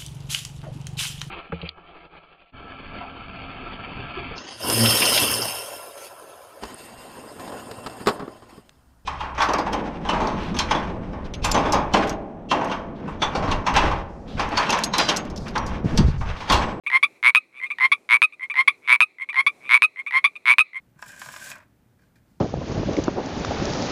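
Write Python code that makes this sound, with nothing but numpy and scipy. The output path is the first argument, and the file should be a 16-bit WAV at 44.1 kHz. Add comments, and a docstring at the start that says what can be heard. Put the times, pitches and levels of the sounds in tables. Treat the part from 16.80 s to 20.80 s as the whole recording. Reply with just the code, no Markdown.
"""Among leaves at night, a tree frog croaks close by: a rasp of about ten pulses, then a short, higher
peep. A neighbour answers in the gaps, and two fainter frogs call further off. Each pulse snaps the
vocal cords open and sets them ringing; the vocal sac favours the second harmonic. Leaves and ground
scatter the calls, the woods echo faintly, and a distant chorus and a low rumble lie behind."""
import sys
import numpy as np
from scipy import signal
from scipy.fft import rfft, irfft, next_fast_len
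from scipy.io import wavfile

SR = 44100
rng = np.random.default_rng(int(sys.argv[2]) if len(sys.argv) > 2 else 0)


def unload_wav(signal):
    """Save mono or channel-first audio to the path in sys.argv[1] as 16-bit WAV at rate SR, clipped to [-1, 1]."""
    wavfile.write(
        sys.argv[1],
        SR,
        np.round(np.clip(np.atleast_2d(signal).T, -1, 1) * 32767).astype(np.int16),
    )


N = 176400

# Scatter from leaves and ground. Each row: frequency in Hz, time to fade by 60 dB in seconds.
LEAF_DECAY = [(300, 0.035), (1100, 0.065), (2400, 0.071), (4000, 0.043), (10000, 0.078)]


def amp(db):
    """Decibels to gain."""
    return 10 ** (np.asarray(db) / 20)


def unit(x):
    """Scale to rms 1."""
    return x / np.sqrt(np.mean(x ** 2) + 1e-20)


def along(points, hz):
    """Read a curve of (Hz, value) points on a log frequency axis."""
    freqs, values = np.transpose(points)
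    return np.interp(np.log(hz + 1), np.log(freqs + 1), values)


def wobble(rate):
    """A wandering random curve, rate knots a second."""
    knots = rng.standard_normal(int(N * rate / SR) + 2)
    return np.interp(np.arange(N) * rate / SR, np.arange(len(knots)), knots)


def filtered(x, response):
    """Equalise x with a gain given as a function of Hz."""
    size = next_fast_len(N + SR // 2)
    return irfft(rfft(x, size) * response(np.fft.rfftfreq(size, 1 / SR)), size)[:N]


def noise(colour):
    """Coloured noise of rms 1."""
    return unit(filtered(rng.standard_normal(N), lambda hz: amp(along(colour, hz))))


def impulse(colour, size=2048):
    """A minimum-phase click of the given colour, peak 1."""
    cepstrum = irfft(np.log(amp(along(colour, np.fft.rfftfreq(size, 1 / SR)))))
    cepstrum[1:size // 2] *= 2
    cepstrum[size // 2 + 1:] = 0
    click = irfft(np.exp(rfft(cepstrum)))
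    return click / np.abs(click).max()


def add(track, start_s, sound):
    """Mix a sound into a track."""
    part = track[max(round(start_s * SR), 0):][:len(sound)]
    part += sound[:len(part)]


def echo(x, decay):
    """A diffuse tail in which each frequency dies at its own speed."""
    hz, t, bands = signal.stft(rng.standard_normal(SR // 2), SR, nperseg=128)
    fade = amp(-60 * t / along(decay, hz)[:, None])
    tail = signal.istft(bands * fade, SR, nperseg=128)[1]
    tail = np.pad(tail, (130, 0))  # 3 ms of pre-delay
    return signal.oaconvolve(x, tail / np.linalg.norm(tail))[:N]


def rumble():
    """A low rumble with faint hiss that swells and sinks."""
    # Each row: frequency in Hz, relative level in dB.
    colour = [(25, -24), (70, -16), (125, -6.5), (250, -3), (380, 1), (600, -4.5), (900, -8.5),
              (1600, -16.5), (3000, -22.5), (6000, -23.5), (10000, -24), (11500, -33), (12200, -23.5),
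              (13000, -34.5), (15500, -46)]
    # Each row: time in seconds, relative level in dB.
    swells = [(0.1, -67.5), (0.31, -64.5), (0.54, -72.5), (0.7, -73), (1.19, -65), (1.45, -73.5),
              (2.0, -66.5), (2.21, -74), (2.45, -74), (2.74, -64.5), (2.84, -62.5), (3.03, -73.5),
              (3.55, -68.5), (3.95, -76)]
    swell_db = np.interp(np.arange(N) / SR, *np.transpose(swells))
    return noise(colour) * amp(swell_db + 5.5 + 1.1 * wobble(5.8))


def chorus():
    """A distant chorus, blurred into flickering bands of noise."""
    # Each row: frequency in Hz, relative level in dB.
    colour = [(700, -49), (1150, -6.5), (1600, -30), (2000, -2), (2350, 5), (2600, -2.5), (3000, -24.5),
              (3500, -17.5), (4100, -9), (4800, -30), (8000, -51)]
    return noise(colour) * amp(-62.5 + 5.5 * wobble(16))


def hoarse_air():
    """The hiss of air that passes with each pulse, as a steady loop."""
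    # Each row: frequency in Hz, relative level in dB.
    colour = [(700, -21.5), (1000, -0.5), (1700, -5.5), (2700, 2), (3800, 2.5), (5200, -11.5), (6300, -18),
              (7100, -16.5), (8000, -22.5), (9200, -5), (10200, -9), (11300, -22.5), (12300, -19),
              (15500, -31.5)]
    hiss = signal.fftconvolve(rng.standard_normal(SR), impulse(colour), 'valid')
    return np.resize(unit(hiss), N)


def cord_snaps(openings):
    """The click of the vocal cords snapping open."""
    # Each row: frequency in Hz, relative level in dB.
    colour = [(100, -34.5), (550, -26), (780, -18.5), (980, 6), (1500, 1), (2300, 0), (2900, -6),
              (3500, -3), (5000, -26.5), (6500, -31.5), (8000, -31.5), (9200, -22.5), (10500, -33.5),
              (12200, -34.5), (15500, -50.5)]
    return signal.oaconvolve(openings, impulse(colour))[:N]


def croaks(notes, contour, sac, jitter, sag, close_ms, close_depth, hold_ms, push_db, smear, hoarse_db):
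    """Pulse trains: the cords snap open, ring with rough overtones and are shut off by the next pulse."""
    # Each row of notes: start in seconds, pulse count, base spacing in ms, base level in dB,
    # base pitch in Hz.
    # Each row of contour: progress through the note from 0 to 1, effort in dB, pitch ratio,
    # spacing ratio, pulse rise in ms, pulse decay in ms, relative snap level in dB.
    # Each row of sac: frequency in Hz, relative level of a harmonic there in dB.
    cords, airflow, push, openings = np.zeros((4, N))
    per_ms = SR / 1000
    progress, *columns = np.transpose(contour)
    harmonics = np.arange(1, 15)[:, None]
    for at, count, spacing_ms, note_db, hz in notes:
        carried_phase = 0
        for i in range(count):
            shape = [np.interp(i / max(count - 1, 1), progress, column) for column in columns]
            effort_db, ratio, stretch, rise_ms, decay_ms, snap_db = shape
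            gap_ms = spacing_ms * stretch + .2 * rng.standard_normal()
            gain = amp(note_db + effort_db + 1.05 * rng.standard_normal())
            last = i == count - 1
            length_ms = 34 if last else gap_ms + 6
            ms = np.arange(int(length_ms * per_ms)) / per_ms

            envelope = (1 - np.exp(-ms / rise_ms)) * np.exp(-ms / decay_ms)
            if last:
                envelope *= np.exp(-(ms / hold_ms) ** 4)
            else:  # close ahead of the next pulse, then die away under it
                envelope *= 1 - close_depth * np.exp(-np.maximum(gap_ms - ms, 0) / close_ms)
                envelope *= np.exp(-np.maximum(ms - gap_ms, 0) / (.5 + rise_ms))

            # Fast random drift, 700 knots a second, roughens the pitch and the overtones' phases.
            knots = rng.standard_normal((len(harmonics) + 1, 64))
            drift = np.array([np.interp(ms * 700 / 1000, np.arange(64), row) for row in knots])
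            pitch = hz * ratio * (1 + sag * (np.exp(-ms / 4) - .5) + jitter * drift[0])
            waver = smear * np.maximum(harmonics - 2, 0) * drift[1:]
            # A hard snap restarts the vibration; a soft opening carries it on.
            phase = 2 * np.pi * np.cumsum(pitch) / SR + (carried_phase if rise_ms > .5 else 0)
            carried_phase = phase[min(int(gap_ms * per_ms), len(ms) - 1)]

            # Upper harmonics and breath grow with effort and fade sooner.
            brightness = amp(.7 * effort_db) * np.exp(-ms / 22)
            weights = np.where(harmonics > 2, brightness, 1) * amp(along(sac, harmonics * hz * ratio))
            ring = (weights * np.sin(harmonics * phase + waver)).sum(0)
            add(cords, at, gain * envelope * ring)
            add(openings, at, [gain * amp(snap_db)])
            add(airflow, at, gain * envelope * brightness)
            add(push, at, gain * amp(effort_db) * envelope ** 2)  # a low bump under the pulse
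            at += gap_ms / 1000
    voice = cords + cord_snaps(openings) + amp(hoarse_db) * airflow * hoarse_air()
    low_cut = signal.butter(6, 780, 'high', fs=SR, output='sos')  # the small sac radiates little bass
    return signal.sosfilt(low_cut, voice) + amp(push_db) * push


def far_frogs():
    """Two fainter frogs deeper in the leaves, which dull their treble."""
    # Notes. Each row: start in seconds, pulses, base spacing in ms, base level in dB, base pitch in Hz.
    faint_rasps = [(.801, 8, 7.2, -20, 1056), (1.596, 9, 6.8, -21.5, 1056), (2.385, 8, 7.2, -22.5, 1063),
                   (3.160, 9, 6.3, -23, 1059), (3.9325, 8, 6.7, -22.5, 1064)]
    faint_peeps = [(.064, 5, 6.2, -13, 1185), (.903, 5, 6.2, -15, 1189), (1.699, 5, 6.2, -16, 1184),
                   (2.489, 5, 6.2, -17.5, 1186), (3.264, 5, 7.2, -18, 1186)]
    faintest_rasps = [(.727, 10, 7.9, -31, 1154), (2.022, 10, 6.8, -31.5, 1145),
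                      (2.807, 12, 7.8, -28, 1171)]
    faintest_peeps = [(.858, 3, 6, -30, 1216), (1.524, 3, 8.2, -36, 1227), (3.555, 3, 6, -29, 1221)]
    # Note contours, with the columns given in croaks.
    faint_rasp_contour = [(0, -11, .97, 1.8, 0.5, 6.7, -9), (.45, 4.5, 1, .95, 1.9, 10, -20),
                          (.75, 0, 1.02, .95, 2.1, 10, -28), (1, -14, 1.02, 0.84, 1.8, 3.6, -2)]
    faint_peep_contour = [(0, -2, .94, .9, 0.72, 7.4, -16.5), (0.249, 0, .96, 1.1, 1, 7.7, -13.5),
                          (0.551, 2, 1.03, 0.92, 1.7, 8, -20.5), (1.001, -11, 1, 1, 1.5, 13, -20.5)]
    faintest_rasp_contour = [(0, -16, .96, 1, .8, 3.3, -6.5), (0.598, 3, 1, 0.95, 1, 3.3, -14),
                             (0.999, 5.5, 1.04, 0.94, 1.5, 4.1, -35)]
    faintest_peep_contour = [(0, 2.5, .98, 1, 0.74, 6, -16), (0.501, 6.5, 1, 1, 1.5, 7, -37),
                             (1, 5, 1.01, 1, 1.6, 5, -22)]
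    # Vocal sac colour and loss through the foliage. Each row: frequency in Hz, gain in dB.
    sac = [(1030, -19), (1220, -20), (2050, 2.5), (2450, -2), (3150, -24.5), (3650, -22), (4500, -43),
           (7500, -44), (9300, -33.5), (11000, -56), (15500, -36.5)]
    foliage = [(3000, 0), (7000, -1), (10000, 0), (12000, -6.5), (15500, -12.5)]
    voice = dict(sac=sac, jitter=.014, sag=.073, close_ms=1.6, close_depth=.63, hold_ms=17,
                 push_db=-45, smear=.1, hoarse_db=-34)
    calls = croaks(faint_rasps, faint_rasp_contour, **voice)
    calls += croaks(faint_peeps, faint_peep_contour, **voice)
    calls += croaks(faintest_rasps, faintest_rasp_contour, **voice)
    calls += croaks(faintest_peeps, faintest_peep_contour, **voice)
    calls = filtered(calls, lambda hz: amp(along(foliage, hz)))
    return calls + amp(-14.5) * echo(calls, LEAF_DECAY)


def neighbour_frog():
    """A lower, smoother voice that leads in with a lone tick or two."""
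    # Notes. Each row: start in seconds, pulses, base spacing in ms, base level in dB, base pitch in Hz.
    ticks = [(.101, 1, 8, -19, 1020), (.9853, 1, 8, -22.5, 993), (1.741, 1, 8, -24, 996),
             (2.5296, 1, 8, -25.5, 1013), (2.5438, 1, 8, -20, 1012), (3.309, 1, 8, -24.5, 1030)]
    rasps = [(.116, 10, 6.7, -6, 1047), (1.0003, 11, 6.5, -6.5, 1040), (1.7555, 11, 6.44, -8, 1048),
             (2.5578, 9, 6.5, -6.5, 1063), (3.3235, 11, 6.54, -8.5, 1045)]
    peeps = [(.2283, 5, 6.2, -2, 1163), (1.1173, 5, 6.6, -3, 1173), (1.876, 5, 6.0, -3, 1160),
             (2.665, 5, 6.5, -3, 1174), (3.442, 5, 7.7, -3, 1168)]
    # Note contours, with the columns given in croaks.
    tick_contour = [(0, 0.012, 0.95, 1, .2, 4.9, -2.6)]
    rasp_contour = [(0, -12, .985, 1.15, .25, 3.6, -6.5), (0.199, -4.5, .985, 1.05, 0.85, 4.4, -8.5),
                    (0.502, 0, 1.0, .9, 1.7, 11, -14.5), (0.851, 4, 1.025, 1.05, 2.2, 6, -14.5),
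                    (1.001, -5, 1.03, 1.1, 2.3, 3, -12.5)]
    peep_contour = [(0, -2.5, 0.94, 0.63, 0.78, 11, -8), (.25, 2, 0.97, 1.2, 1, 11, -17),
                    (.5, 0, 1.015, 1.4, 1, 9, -25), (.75, -8, 1.045, 1, 0.86, 7.6, -21.5),
                    (1, -13.5, 1.03, 0.92, 1, 10, -19.5)]
    # Vocal sac colour. Each row: frequency in Hz, gain in dB.
    sac = [(1020, -8), (1180, -16.5), (2050, 3), (2400, -5), (3100, -22.5), (3550, -13.5), (4300, -27),
           (5600, -39), (7500, -55), (8800, -56.5), (10000, -25.5), (11200, -59), (15500, -60)]
    voice = dict(sac=sac, jitter=.018, sag=.09, close_ms=1, close_depth=.5, hold_ms=18,
                 push_db=-54, smear=.11, hoarse_db=-33)
    calls = croaks(ticks, tick_contour, **voice)
    calls += croaks(rasps, rasp_contour, **voice)
    calls += croaks(peeps, peep_contour, **voice)
    return calls + amp(-12.5) * echo(calls, LEAF_DECAY)


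def near_frog():
    """The closest frog, almost dry: a snappy, swelling rasp, then a higher peep."""
    # Notes. Each row: start in seconds, pulses, base spacing in ms, base level in dB, base pitch in Hz.
    rasps = [(.4288, 10, 8.03, -2, 1111), (1.2908, 10, 8.5, -2, 1121), (2.0768, 11, 8.06, -1.5, 1126),
             (2.8933, 11, 8.0, -2, 1114), (3.6564, 11, 7.97, -2, 1128)]
    peeps = [(.5492, 4, 6.7, -1.5, 1246), (1.4192, 4, 6.8, -1.1, 1245), (2.2053, 4, 6.56, -0.92, 1253),
             (3.0214, 4, 6.8, -0.94, 1250), (3.784, 4, 6.66, -1.4, 1256)]
    # Note contours, with the columns given in croaks.
    rasp_contour = [(0, -16, .97, 1.1, .25, 5.5, 0), (0.252, -7, 0.98, 1, 0.24, 6.2, 3),
                    (.45, -4, .985, .97, 0.26, 6.7, .5), (.6, 1, 1.005, .93, .5, 5, -5),
                    (0.879, 0, 1.035, 1.08, 1.3, 3.6, -13.5), (1, -6, 1.02, 1.3, .5, 2.6, -8)]
    peep_contour = [(0, -0.5, .94, 1.1, 0.2, 2.8, -1.5), (.33, 4.5, 0.99, 1.1, .8, 2.55, -15),
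                    (0.669, 1.5, .995, 0.98, 1.6, 7, -19), (1.001, -2, 1.025, 1, 1.8, 14.9, -22)]
    # Vocal sac colour. Each row: frequency in Hz, gain in dB.
    sac = [(1080, -19.5), (1280, -16), (2150, 2), (2550, -2), (3350, -33), (3800, -21), (4700, -36),
           (6000, -41.5), (7700, -47), (9100, -27), (10100, -37), (11200, -46), (12300, -44), (15500, -52)]
    voice = dict(sac=sac, jitter=.014, sag=.04, close_ms=1.4, close_depth=.65, hold_ms=19.9,
                 push_db=-41.5, smear=.09, hoarse_db=-27)
    calls = croaks(rasps, rasp_contour, **voice) + croaks(peeps, peep_contour, **voice)
    return calls + amp(-20) * echo(calls, LEAF_DECAY)


def scene():
    """All the frogs, their faint echo from the woods, and the night behind."""
    # Each row: frequency in Hz, time to fade by 60 dB in seconds.
    woods_decay = [(300, .3), (2400, 0.38), (5000, .3), (12000, .15)]
    frogs = near_frog() + neighbour_frog() + far_frogs()
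    return (frogs + amp(-53.5) * echo(frogs, woods_decay) + rumble() + chorus())[None]


def record(dry):
    """Open after a moment of silence, limit peaks to full scale and cut the highest treble."""
    start_s, top_hz = .037, 15800
    gated = np.clip(dry[0], -1, 1) * (np.arange(N) / SR > start_s)
    return filtered(gated, lambda hz: hz < top_hz)[None]


dry = scene()
out = record(dry)
unload_wav(out)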